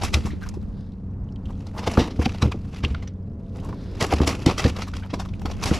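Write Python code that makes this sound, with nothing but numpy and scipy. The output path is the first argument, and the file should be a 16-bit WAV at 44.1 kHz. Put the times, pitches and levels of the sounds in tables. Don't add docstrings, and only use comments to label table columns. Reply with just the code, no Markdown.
import sys
import numpy as np
from scipy import signal
from scipy.fft import rfft, irfft
from scipy.io import wavfile
from scipy.ndimage import map_coordinates

SR = 44100
rng = np.random.default_rng(int(sys.argv[2]) if len(sys.argv) > 2 else 0)


def to_wav(s):
    ch = np.atleast_2d(s).T
    pcm = np.round(np.clip(ch, -1, 1) * 32767)
    wavfile.write(sys.argv[1], SR, pcm.astype(np.int16))


N = 255339
T = np.arange(N) / SR

# crest in seconds, half-width in seconds, level in dB.
GUSTS = [(0.288, 0.73, -34), (4.313, 0.97, -45), (5.8, 0.37, -35)]
# frequency in Hz, relative level in dB.
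WASH_SPECTRUM = [(12, -14), (22, 2), (60, 4), (80, 1), (120, 0.5), (160, -2.5), (205, -3), (285, -13.5),
                 (350, -19), (550, -26.5), (1000, -31.5), (2000, -47.5), (5000, -82.5), (9000, -73.5),
                 (15000, -80)]
# time in seconds, relative level in dB.
LAPPING_LEVELS = [(0.0, -46.5), (0.6, -62), (1.45, -61), (2.06, -39.5), (2.58, -60), (3.87, -47.5),
                  (4.22, -38), (5.22, -62), (5.79, -40)]
# frequency in Hz, rms level in dB before waver and swell.
ENGINE_PARTIALS = [(92.8, -35), (187.5, -40), (211, -43.5), (273, -51), (370, -61), (398, -64), (457, -59),
                   (492, -67), (523, -63), (565, -68), (665, -68)]
# crest in seconds, half-width in seconds, gain in dB.
ENGINE_SWELL = (3.6, 0.43, 7.4)
# crest in seconds, half-width in seconds, level in dB.
GLIDES = [(0.81, 0.091, -62), (3.86, 0.23, -54)]
# time in seconds, level in dB.
SLIDING_LEVELS = [(0.0, -43.5), (0.31, -59), (0.53, -62), (1.16, -73.5), (1.4, -68.5), (1.61, -57.5),
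                  (1.8, -58.5), (1.95, -35.5), (2.11, -57.5), (2.35, -46.5), (2.55, -59.5), (2.93, -53.5),
                  (3.08, -75), (3.4, -69.5), (3.6, -60.5), (3.9, -57), (4.03, -44), (4.18, -41.5),
                  (4.71, -49.5), (4.89, -56), (5.3, -62), (5.55, -52), (5.79, -37.5)]
# end of the rise in seconds, hold in seconds, rustle in dB, scrape in dB.
SWISHES = [(0.031, 0.045, -36.5, -43.5), (0.149, 0.028, -36, -35), (.25, 0.0084, -44, -56),
           (.42, 0.082, -54, -58), (1.501, 0.013, -65, -44.5), (1.751, 0.089, -80, -39.5),
           (1.885, 0.03, -47, -59), (1.99, 0.091, -47, -37.5), (2.203, 0.032, -42, -36.5),
           (2.434, 0.029, -43, -32.5), (2.743, 0.051, -51.5, -53), (3.556, 0.035, -60, -48.5),
           (3.635, 0.034, -62, -43), (4.022, 0.027, -32, -27), (4.124, 0.012, -31, -49),
           (4.29, 0.064, -37.5, -38.5), (4.48, 0.045, -38, -30.5), (4.6, .1, -36.5, -37.5),
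           (4.785, 0.044, -45, -43), (4.951, 0.037, -47.5, -51), (5.417, 0.0038, -58, -47),
           (5.489, 0.027, -47, -38.5), (5.629, 0.0096, -38, -36), (5.665, 0.091, -43, -40.5)]
# frequency in Hz, relative level in dB.
GLIDE_SPECTRUM = [(600, -5.5), (1600, 6.5), (2600, -12), (3500, 1.5), (5200, -1), (7000, -24), (9000, -24),
                  (12500, -27), (15000, -44.5)]
MESH_SPECTRUM = [(820, -18.5), (1250, 11), (1600, 2), (2100, 7), (2720, 9.5), (3570, 0), (5670, -0.5),
                 (7440, -7), (8910, -15), (10500, -10.5), (13700, -26.5), (15500, -41)]
SPRAY_SPECTRUM = [(710, -5), (1250, -8), (1600, -9.5), (2050, -6.5), (2510, -7.5), (4530, -8.5), (5790, -4),
                  (6370, -9), (7810, -7), (8330, -15), (10300, -12), (13800, -27), (15500, -40.5)]
FLESH_SPECTRUM = [(200, -20.5), (400, 3.5), (580, -1), (750, 0.5), (1100, -2), (1500, -13.5), (2500, -42)]
# start in seconds, length in seconds, centre pitch in Hz, peak in dB.
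SQUELCHES = [(0.247, 0.046, 1064, -24), (0.298, .02, 2190, -32), (0.411, 0.049, 1490, -27.5),
             (0.459, 0.024, 1063, -27.5), (0.623, 0.016, 1155, -41.5), (1.746, 0.047, 1100, -31),
             (1.78, 0.018, 862, -21), (3.637, 0.033, 924, -32.5), (4.089, 0.019, 1230, -27),
             (4.753, 0.031, 1210, -29), (4.867, 0.027, 1110, -28.5), (5.022, 0.017, 1547, -32.5),
             (5.046, 0.026, 945, -31), (5.197, 0.033, 1350, -31), (5.245, 0.023, 1150, -29.5),
             (5.412, 0.017, 825, -25.5), (5.452, 0.022, 1222, -28)]
# start in seconds, pitch in Hz, peak in dB, t60 in seconds.
POPS = [(.035, 750, -19, 0.014), (0.141, 2490, -11.5, 0.0079), (.142, 3670, -13, 0.0056),
        (0.489, 6100, -23.5, 0.00092), (.615, 3600, -50, 0.0015), (.634, 2600, -54, 0.0027),
        (.808, 4240, -48.5, 0.0015), (.92, 4000, -50, 0.0019), (1.288, 3050, -47.5, 0.008),
        (1.323, 5230, -48.5, 0.0038), (1.359, 3000, -41.5, 0.0039), (1.455, 3040, -41, .011),
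        (1.49, 2880, -49, .008), (1.504, 1030, -37.5, 0.012), (1.53, 3480, -48, .007),
        (1.668, 4700, -36.5, 0.0036), (1.792, 2700, -30, 0.0079), (1.874, 814, -18, 0.017),
        (1.973, 1150, -13.5, 0.012), (2.257, 2610, -15.5, 0.0032), (2.259, 780, -14.5, 0.029),
        (2.293, 2600, -31, .007), (2.424, 3960, -19, 0.0089), (2.52, 1230, -22, 0.0089),
        (2.521, 2380, -21, 0.0069), (2.839, 1090, -22, 0.015), (2.847, 2720, -15.5, 0.0098),
        (2.848, 3210, -17, 0.012), (2.947, 1270, -24, 0.012), (3.023, 2110, -40, 0.013),
        (3.076, 5940, -34, 0.01), (3.601, 3100, -47, .007), (3.727, 980, -27.5, .022),
        (4.010, 2600, -21.5, 0.016), (4.012, 1940, -16.5, 0.018), (4.041, 795, -26, 0.06),
        (4.125, 766, -15, 0.034), (4.165, 2400, -31, .01), (4.201, 930, -18.5, 0.0078),
        (4.233, 800, -24, .025), (4.274, 704, -29, .03), (4.508, 1140, -23, 0.044), (4.579, 1210, -18, .04),
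        (4.591, 1970, -21.5, .03), (4.594, 795, -31, .025), (4.641, 1650, -26, .014),
        (4.659, 1770, -25, .014), (4.82, 1375, -23.5, 0.018), (4.936, 1410, -27.5, 0.0071),
        (5.133, 535, -22, 0.023), (5.139, 4030, -26.5, .002), (5.338, 2680, -34, .004),
        (5.63, 5400, -21.5, 0.0045), (5.631, 1120, -29, 0.021), (5.657, 1050, -24, .03),
        (5.677, 850, -33, .025), (5.707, 1400, -21, 0.0098), (5.749, 2590, -29, .014)]
# frequency in Hz, t60 (the time to decay by 60 dB) in seconds.
DECK_MODE = (73.4, 0.26)
# frequency in Hz, t60 in seconds, relative level in dB.
HULL_MODES = [(128.6, 0.29, -0.5), (188.6, 0.027, 0), (258, 0.027, 7.5), (313, 0.039, 2), (382.6, 0.034, 2),
              (472, 0.053, 1), (534, 0.01, -8.5), (768, 0.019, 2.5), (1013, 0.018, -21),
              (1180, 0.018, -5.5)]
# start in seconds, boom peak in dB, knock peak in dB, pitch of the struck
# spot in Hz, contact time in seconds, t60 of the damping by the body in seconds.
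THUMPS = [(0.034, -21, -16, 720, 0.0025, 0.12), (0.146, -8.5, -18, 131, 0.0019, .4),
          (0.171, -45, -16.5, 328, 0.0018, 0.14), (0.249, -18, -14.5, 133, 0.0028, 0.16),
          (0.332, -22, -18.5, 298, 0.0019, 0.08), (0.57, -28, -15.5, 268, 0.0021, 0.074),
          (1.8752, -45, -7, 526, 0.0016, 0.057), (1.885, -23, -11.5, 258, 0.0018, 0.076),
          (1.978, -10.5, 3, 330, 0.0016, 0.16), (2, -30, -2.5, 480, 0.00094, 0.14),
          (2.191, -11.5, -9.5, 292, 0.0031, 0.19), (2.2617, -36, -4.5, 245, 0.0022, 0.069),
          (2.4274, -13.5, -3.5, 201, 0.0031, 0.089), (2.454, -16.5, -7.5, 149, 0.0027, 0.21),
          (2.544, -38, -16, 338, 0.0014, 0.17), (2.837, -15, -10, 129, 0.003, 0.17),
          (2.852, -40, -26, 340, 0.002, 0.14), (2.909, -14.5, -23.5, 132, 0.0046, 0.35),
          (4.023, -50, -8.5, 164, 0.0029, 0.055), (4.137, -12, -6, 300, 0.0013, .04),
          (4.205, -12.5, -2.5, 203, 0.0017, 0.11), (4.218, -38, -6, 300, 0.0018, 0.091),
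          (4.276, -28, -11, 345, 0.0012, 0.17), (4.4652, -15, 1, 201, 0.0026, 0.15),
          (4.473, -30, -6, 430, 0.0014, .09), (4.5, -45, -16.5, 240, 0.0022, 0.1),
          (4.593, -27, -21, 200, 0.0022, 0.14), (4.6481, -11.5, -1.5, 240, 0.0038, 0.12),
          (4.66, -43, -14, 524, 0.00088, 0.1), (4.939, -25, -24, 140, 0.0032, 0.27),
          (5.132, -52, -15, 340, 0.001, .4), (5.452, -20, -13.5, 486, 0.00094, 0.13),
          (5.655, -28, -13.5, 150, 0.0019, .15), (5.7124, -14.5, -1, 170, 0.0028, 0.15)]
# time in seconds, level in dB, smack relative to the spray in dB,
# gain of the top treble in dB, t60 in seconds, time constant of the rise in seconds.
SLAPS = [(.022, -28.5, 0, -14, 0.042, 0.0052), (.036, -25.5, 0, -1, 0.054, 0.0022),
         (.048, -28, -30, -3, 0.074, 0.0046), (.143, -16, -39, -9.5, 0.031, 0.0046),
         (0.259, -37, -8, -6, 0.14, 0.004), (.31, -43.5, -23.5, -33, 0.21, .002),
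         (0.434, -54, -16, -25, 0.065, 0.0046), (.541, -49, 5.5, -8, 0.1, 0.0024),
         (1.457, -52, -5, -7, 0.039, 0.0011), (1.507, -54, -1, -2, 0.028, .002),
         (1.608, -48.5, 0, -12, .02, .003), (1.668, -50.5, 8, -9, 0.081, 0.0047),
         (1.782, -34, -6, -13, 0.083, 0.004), (1.793, -35, 3, -12, 0.058, 0.0018),
         (1.844, -36.5, -6, -20, 0.077, 0.014), (1.876, -23, 4, -16, 0.04, 0.0065),
         (1.917, -36, 6, 0, 0.036, 0.0025), (1.975, -31.5, 14.5, -34, 0.13, 0.0019),
         (1.995, -24.5, -24, -18, 0.21, 0.0054), (2.109, -38.5, -10, -20, 0.086, 0.0052),
         (2.193, -43, 13, -19, 0.045, .0008), (2.259, -24, -12, -15.5, 0.022, 0.0077),
         (2.295, -34, -15, -20, 0.015, 0.0022), (2.321, -35, -18, -20, 0.009, .0008),
         (2.348, -37.5, 5.5, -17, .026, 0.0041), (2.385, -38.5, -5, -19, 0.02, 0.0023),
         (2.424, -22, -0.5, -16, 0.045, 0.0038), (2.519, -32.5, 4, -17, 0.037, 0.0027),
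         (2.747, -40.5, -20, -12, .015, 0.0023), (2.762, -42, -14, -23, 0.054, 0.0033),
         (2.8382, -28.5, -32, -23, 0.073, 0.0036), (2.849, -31.5, -25, -13, 0.018, 0.0018),
         (2.908, -44, -10, -33, .04, .004), (2.9488, -29, -23, -32, 0.0086, 0.0016),
         (3.026, -43, 2.5, -18, 0.07, 0.0028), (3.075, -43.5, -35, -21.5, 0.068, 0.002),
         (3.56, -45.5, -3, -12.5, 0.013, 0.0011), (3.57, -49.5, -3, 0, .015, .001),
         (3.601, -49.5, -8, 0, .02, .001), (3.648, -49, 6, 8, 0.033, .002),
         (3.691, -47, 14.5, -9, 0.049, 0.0033), (4.0118, -22, -5, -9.5, 0.04, 0.0052),
         (4.025, -18.5, -27, -5, 0.021, 0.00053), (4.042, -32.5, 13, -18, 0.052, 0.00065),
         (4.067, -36, -17, 10, .012, .001), (4.128, -25, 8.5, -35, 0.052, 0.0099),
         (4.138, -21.5, -2, -7.5, 0.016, 0.0016), (4.166, -33.5, -8, -11, 0.034, .002),
         (4.216, -27, 4.5, -16, 0.038, .001), (4.234, -30, 4.5, -20, 0.037, 0.0017),
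         (4.277, -16.5, -2, -5.5, 0.036, 0.0048), (4.291, -24.5, 1, -9, 0.095, 0.00092),
         (4.4622, -15.5, -4.5, -11, 0.022, 0.00075), (4.477, -25, -10, -18, 0.13, 0.007),
         (4.499, -25, -12, -31, 0.022, 0.0012), (4.511, -26, -8, -20, 0.018, 0.00072),
         (4.582, -24, -18, -7.5, 0.12, 0.0032), (4.596, -24.5, 0, -13, 0.016, .002),
         (4.642, -21, -8, -19, 0.035, 0.00055), (4.662, -26, -5, -19, 0.049, 0.0015),
         (4.68, -30, -2, -9, 0.053, 0.001), (4.766, -31, -3.5, -14, 0.036, 0.0033),
         (4.821, -27.5, -9, -14, 0.071, 0.0018), (4.881, -39, -18, -9, 0.047, 0.0014),
         (4.9387, -32.5, -28, -17, 0.016, 0.00056), (4.969, -31.5, -15, -9, 0.013, 0.0034),
         (5.035, -39.5, -7, -60, 0.063, 0.0022), (5.105, -39, -21, -24, 0.073, 0.0045),
         (5.14, -29.5, 5.5, -14, 0.049, 0.0032), (5.199, -32, 0.5, -11, 0.082, 0.0038),
         (5.252, -44, -11, -12, 0.051, 0.0016), (5.289, -42.5, -17, -17, 0.027, .001),
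         (5.336, -46, -25, -20, .011, .0007), (5.396, -46, -15, -4, .02, .001),
         (5.458, -28.5, 4, -18, 0.037, 0.002), (5.515, -32.5, -4, -12, .025, 0.0028),
         (5.638, -20, -21, -4.5, 0.025, 0.0016), (5.6571, -23.5, -7, -6, 0.05, 0.0005),
         (5.678, -27.5, -16, -7, 0.14, 0.013), (5.737, -28, -26, -10, 0.2, 0.0022)]
# frequency in Hz, side signal relative to mid in dB, before STEREO_WIDTH.
SIDE_SPECTRUM = [(100, -36), (250, -23), (900, -25), (1500, -11), (2500, -17), (7000, -18), (10000, -13),
                 (13000, -1)]
# time in seconds, gain of the side signal in dB.
STEREO_WIDTH = [(0, 1), (.6, -2.5), (1.2, -17), (1.5, -27.5), (3.25, -32), (3.45, -4), (4.3, -1.5),
                (5.79, 2)]
# frequency in Hz, relative level in dB.
WIND_SPECTRUM = [(15, -12), (35, 7.5), (70, 3.5), (150, 1.5), (400, -14.5), (1000, -34.5), (3000, -68.5)]
LAPPING_SPECTRUM = [(100, -28), (250, 5.5), (450, -4.5), (900, -24.5), (2500, -73)]
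HISS_SPECTRUM = [(1150, 0), (1600, -7.5), (2500, -7), (4200, -5), (7000, -11.5), (12000, -19),
                 (15500, -43)]
SETTLING_SPECTRUM = [(60, -12), (200, 9), (500, 6), (1200, -11.5), (3000, -59.5)]


def undb(db):
    return 10 ** (np.asarray(db) / 20)


def unit(x):
    return x / np.sqrt(np.mean(x ** 2) + 1e-20)


def at_peak(x, db):
    return undb(db) * x / np.abs(x).max()


def add(track, start, x):
    i = int(start * SR)
    x = x[max(-i, 0):N - i]
    track[max(i, 0):i + len(x) + max(-i, 0)] += x


def decay(t, t60):
    return np.exp(-np.log(1000) * t / t60)


def bell(crest, half_width):
    return np.exp(-((T - crest) / half_width) ** 2)


def gain_curve(levels):
    return undb(np.interp(T, *np.transpose(levels)))


def walk(rate):
    turns = rng.standard_normal(size=1024)
    coarse = T[::32]
    return np.interp(T, coarse, map_coordinates(turns, [coarse * rate], order=3, mode="wrap"))


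def colour(x, spectrum, size=1024):
    hz, db = np.transpose(spectrum)
    log_hz = np.log(np.fft.rfftfreq(size, 1 / SR) + 1)
    log_gain = np.log(undb(np.interp(log_hz, np.log(hz), db)))
    cepstrum = irfft(log_gain)[:size // 2]
    cepstrum[1:] *= 2
    return signal.fftconvolve(x, irfft(np.exp(rfft(cepstrum, size))))[:len(x)]


def noise(spectrum, size=1024):
    return unit(colour(rng.standard_normal(N), spectrum, size))


def ring(force, hz, t60):
    pole = np.exp((2j * np.pi * hz - np.log(1000) / t60) / SR)
    return signal.lfilter([1], [1, -pole], force).imag


def band(x, hz, q):
    return signal.lfilter(*signal.iirpeak(min(hz, SR / 3), max(q, 1), fs=SR), x)


def crackle(rate, spread_db):
    out = np.zeros(N)
    place, sign, size = rng.random((3, N // 4))[:, :int(rate * N / SR)]
    size_db = spread_db * np.clip(.6 * np.log((size + 1e-9) / (1 - size)), -2, 2)
    out[(place * N).astype(int)] = np.sign(sign - .5) * undb(size_db)
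    return unit(out)


def droplets(rate, spread_db, q, ticks):
    grains = sum(band(crackle(rate / 10, spread_db), hz, q) for hz in np.geomspace(600, 14000, 16))
    return unit(unit(grains) + ticks * crackle(rate, spread_db))


def breeze():
    gusts = sum(undb(db) * bell(crest, half_width) for crest, half_width, db in GUSTS)
    return np.outer([1, -1], noise(WIND_SPECTRUM, size=4096) * gusts)


def water(wash_db=-31.5, lapping_gain_db=7):
    surge = undb(1.5 * walk(rate=6))
    wash = noise(WASH_SPECTRUM, size=8192) * undb(wash_db)
    lapping = noise(LAPPING_SPECTRUM) * gain_curve(LAPPING_LEVELS) * undb(lapping_gain_db)
    return surge * (wash + lapping)


def engine(swell_above_hz=380):
    out = np.zeros(N)
    crest, half_width, swell_db = ENGINE_SWELL
    for hz, db in ENGINE_PARTIALS:
        pitch = hz * (1 + .00577 * walk(rate=4.9))
        level_db = db + min(hz / 110, 2.5) * walk(rate=4)
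        if hz > swell_above_hz:
            level_db += swell_db * bell(crest, half_width)
        out += np.sqrt(2) * undb(level_db) * np.sin(2 * np.pi * np.cumsum(pitch) / SR)
    return out


def glides():
    swell = sum(undb(db) * bell(crest, half_width) for crest, half_width, db in GLIDES)
    return noise(GLIDE_SPECTRUM) * swell * undb(1.2 * walk(rate=25))


def knots(per_second=230, low_hz=950, high_hz=6500, spread_db=3.1):
    out, t = np.zeros(N), T[:SR // 30]
    for when, pitch, life, size in rng.random((int(per_second * N / SR), 4)):
        hz = low_hz * (high_hz / low_hz) ** pitch
        cycles = 22 * 2 ** (2 * life - 1)
        size_db = spread_db * min(-np.log(1 - size), 3)
        drop = np.sin(2 * np.pi * hz * t) * decay(t, cycles / hz)
        add(out, when * N / SR, undb(size_db) * np.sqrt(hz / cycles) * drop)
    return unit(out)


def pull(attack_s=.019, release_s=.0063):
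    rustle = gain_curve(SLIDING_LEVELS)
    scrape = rustle * undb(-1)
    t = T[:SR // 2] - attack_s
    for time, hold, rustle_db, scrape_db in SWISHES:
        envelope = np.minimum(1 + t / attack_s, 1) * np.exp(-np.maximum(t - hold, 0) / release_s)
        add(rustle, time - attack_s, undb(rustle_db) * envelope)
        add(scrape, time - attack_s, undb(scrape_db) * envelope)
    return rustle, scrape


def net(knots_db=-4):
    rustle_gain, scrape_gain = pull()
    catching = np.clip((20 * np.log10(rustle_gain) + 76) / 24, .6, .97)
    tugs_db = 3.5 * catching * walk(rate=130)
    strands = unit(colour(droplets(rate=4500, spread_db=5, q=8, ticks=.9), MESH_SPECTRUM))
    hiss = noise(HISS_SPECTRUM)
    rustle = unit(catching * strands + np.sqrt(1 - catching ** 2) * hiss + undb(knots_db) * knots())
    scrape = unit(colour(crackle(rate=1600, spread_db=6.5), FLESH_SPECTRUM))
    return undb(tugs_db) * (rustle * rustle_gain + scrape * scrape_gain)


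def squelches(t60=.011, rise_octaves=.15, wobble_octaves=.12):
    out, t = np.zeros(N), T[:SR // 5]
    bubbles = signal.lfilter([1], [1, -decay(1 / SR, t60)], crackle(rate=450, spread_db=4))
    wobble = wobble_octaves * walk(rate=110)
    for (start, length, hz, db), place in zip(SQUELCHES, rng.random(len(SQUELCHES))):
        i = int(place * (N - len(t)))
        progress = np.minimum(t / length, 1)
        pitch = hz * 2 ** (rise_octaves * (progress - .5) + wobble[i:i + len(t)])
        envelope = np.sin(np.pi * progress) * bubbles[i:i + len(t)]
        gurgle = envelope * np.sin(2 * np.pi * np.cumsum(pitch) / SR)
        add(out, start, at_peak(gurgle, db))
    return out


def pops(tear_s=.004):
    out, t = np.zeros(N), T[:SR // 10]
    for start, hz, db, t60 in POPS:
        tear = rng.standard_normal(len(t)) * np.exp(-t / tear_s)
        bubble = band(band(tear, hz, q=1), hz, q=np.pi * hz * t60 / np.log(1000))
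        add(out, start, at_peak(bubble, db))
    return out


def thumps(settle_s=.43, settle_doubling_db=38, cup_db=8, cup_t60=.06):
    out, t = np.zeros(N), T[:SR // 2]
    patter = crackle(rate=1500, spread_db=8.5)
    offsets = rng.integers(0, N - len(t), len(THUMPS))
    weight = np.sin(np.pi * np.minimum(t / .0008, 1))
    boom = ring(weight, *DECK_MODE)
    for (start, boom_db, knock_db, spot_hz, contact_s, damping_t60), i in zip(THUMPS, offsets):
        push = np.sin(np.pi * np.minimum(t / max(contact_s, .001), 1))
        settle_t60 = settle_s * 2 ** (knock_db / settle_doubling_db)
        settling = colour(patter[i:i + len(t)] * decay(t, settle_t60), SETTLING_SPECTRUM)
        force = push / push.sum() + .23 * settling / np.linalg.norm(settling)
        knock = undb(cup_db) * ring(force, spot_hz, cup_t60)
        for hz, t60, db in HULL_MODES:
            coupling_db = 5.6 * np.exp(-(np.log2(hz / spot_hz) / 2.1) ** 2)
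            knock += undb(db + coupling_db) * ring(force, hz, t60)
        knock *= decay(t, damping_t60)
        add(out, start, at_peak(knock, knock_db))
        add(out, start - .003, at_peak(boom, boom_db))
    return signal.sosfilt(signal.butter(2, 50, "high", fs=SR, output="sos"), out)


def slap_envelope(t, db, t60, rise_s):
    before, after = np.minimum(t, 0), np.maximum(t, 0)
    crack = .49 * 2 ** (db / 7.5) * np.exp(-np.abs(t) / .00073)
    drops = undb(-19.5) * np.exp(-after / .051)
    return np.exp(before / rise_s) * (decay(after, t60) + crack + drops)


def spray(burst, treble_db, pocket_hz, gap_hz):
    spectrum = [(hz, db + treble_db * np.clip(np.log2(hz / 4000), 0, 1)) for hz, db in SPRAY_SPECTRUM]
    spatter = unit(colour(burst, spectrum))
    pocket = unit(band(band(burst, pocket_hz, q=2), pocket_hz, q=6))
    squirt = unit(band(spatter, gap_hz, q=7))
    return unit(spatter + undb(-18) * pocket + undb(-20) * squirt)


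def slaps(lead_s=.025, wall_reflection=.35):
    out, t = np.zeros((2, N)), T[:SR // 5] - lead_s
    wet = droplets(rate=7000, spread_db=0, q=1.6, ticks=1.68)
    flesh = noise(FLESH_SPECTRUM)
    for time, db, smack_db, treble_db, t60, rise_s in SLAPS:
        place, path, side, pocket, gap = rng.random(5)
        i = int(place * (N - len(t)))
        envelope = slap_envelope(t, db, t60, rise_s)
        pocket_hz = 1110 * 2 ** (.045 * (2 * pocket - 1))
        gap_hz = 4560 * 2 ** (.66 * (2 * gap - 1))
        smack = undb(smack_db) * unit(flesh[i:i + len(t)] * envelope)
        direct = spray(wet[i:i + len(t)] * envelope, treble_db, pocket_hz, gap_hz) + smack
        echo = wall_reflection * np.roll(direct, int(SR * (.0004 + .0015 * path)))
        slap = (direct + echo) * undb(db) * np.sqrt(np.mean(envelope ** 2))
        pan_db = 3 * (side - .5)
        for ear, sign in zip(out, (1, -1)):
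            add(ear, time - lead_s, slap * undb(sign * pan_db / 2))
    return out


def stereo_spread(x, size=256):
    random_phase = irfft(np.exp(2j * np.pi * rng.random((2, size // 2 + 1))))
    kernels = np.pad(random_phase, ((0, 0), (size // 4, 0)))
    first, second = (signal.fftconvolve(x.mean(axis=0), kernel)[:N] for kernel in kernels)
    angle = 2 * walk(rate=9)
    side = colour(first * np.cos(angle) + second * np.sin(angle), SIDE_SPECTRUM)
    return x + np.outer([1, -1], side)


def scene():
    fish = slaps() + pops() + squelches() + thumps() + net() + glides()
    mix = stereo_spread(fish + engine() + water()) + breeze()
    mid = mix.mean(axis=0)
    return mid + (mix - mid) * gain_curve(STEREO_WIDTH)


def record(dry, top_hz=15300):
    rounded = np.tanh(.68 * dry) / .86
    return signal.sosfilt(signal.ellip(8, .2, 70, top_hz, fs=SR, output="sos"), rounded)


dry = scene()
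out = record(dry)
to_wav(out)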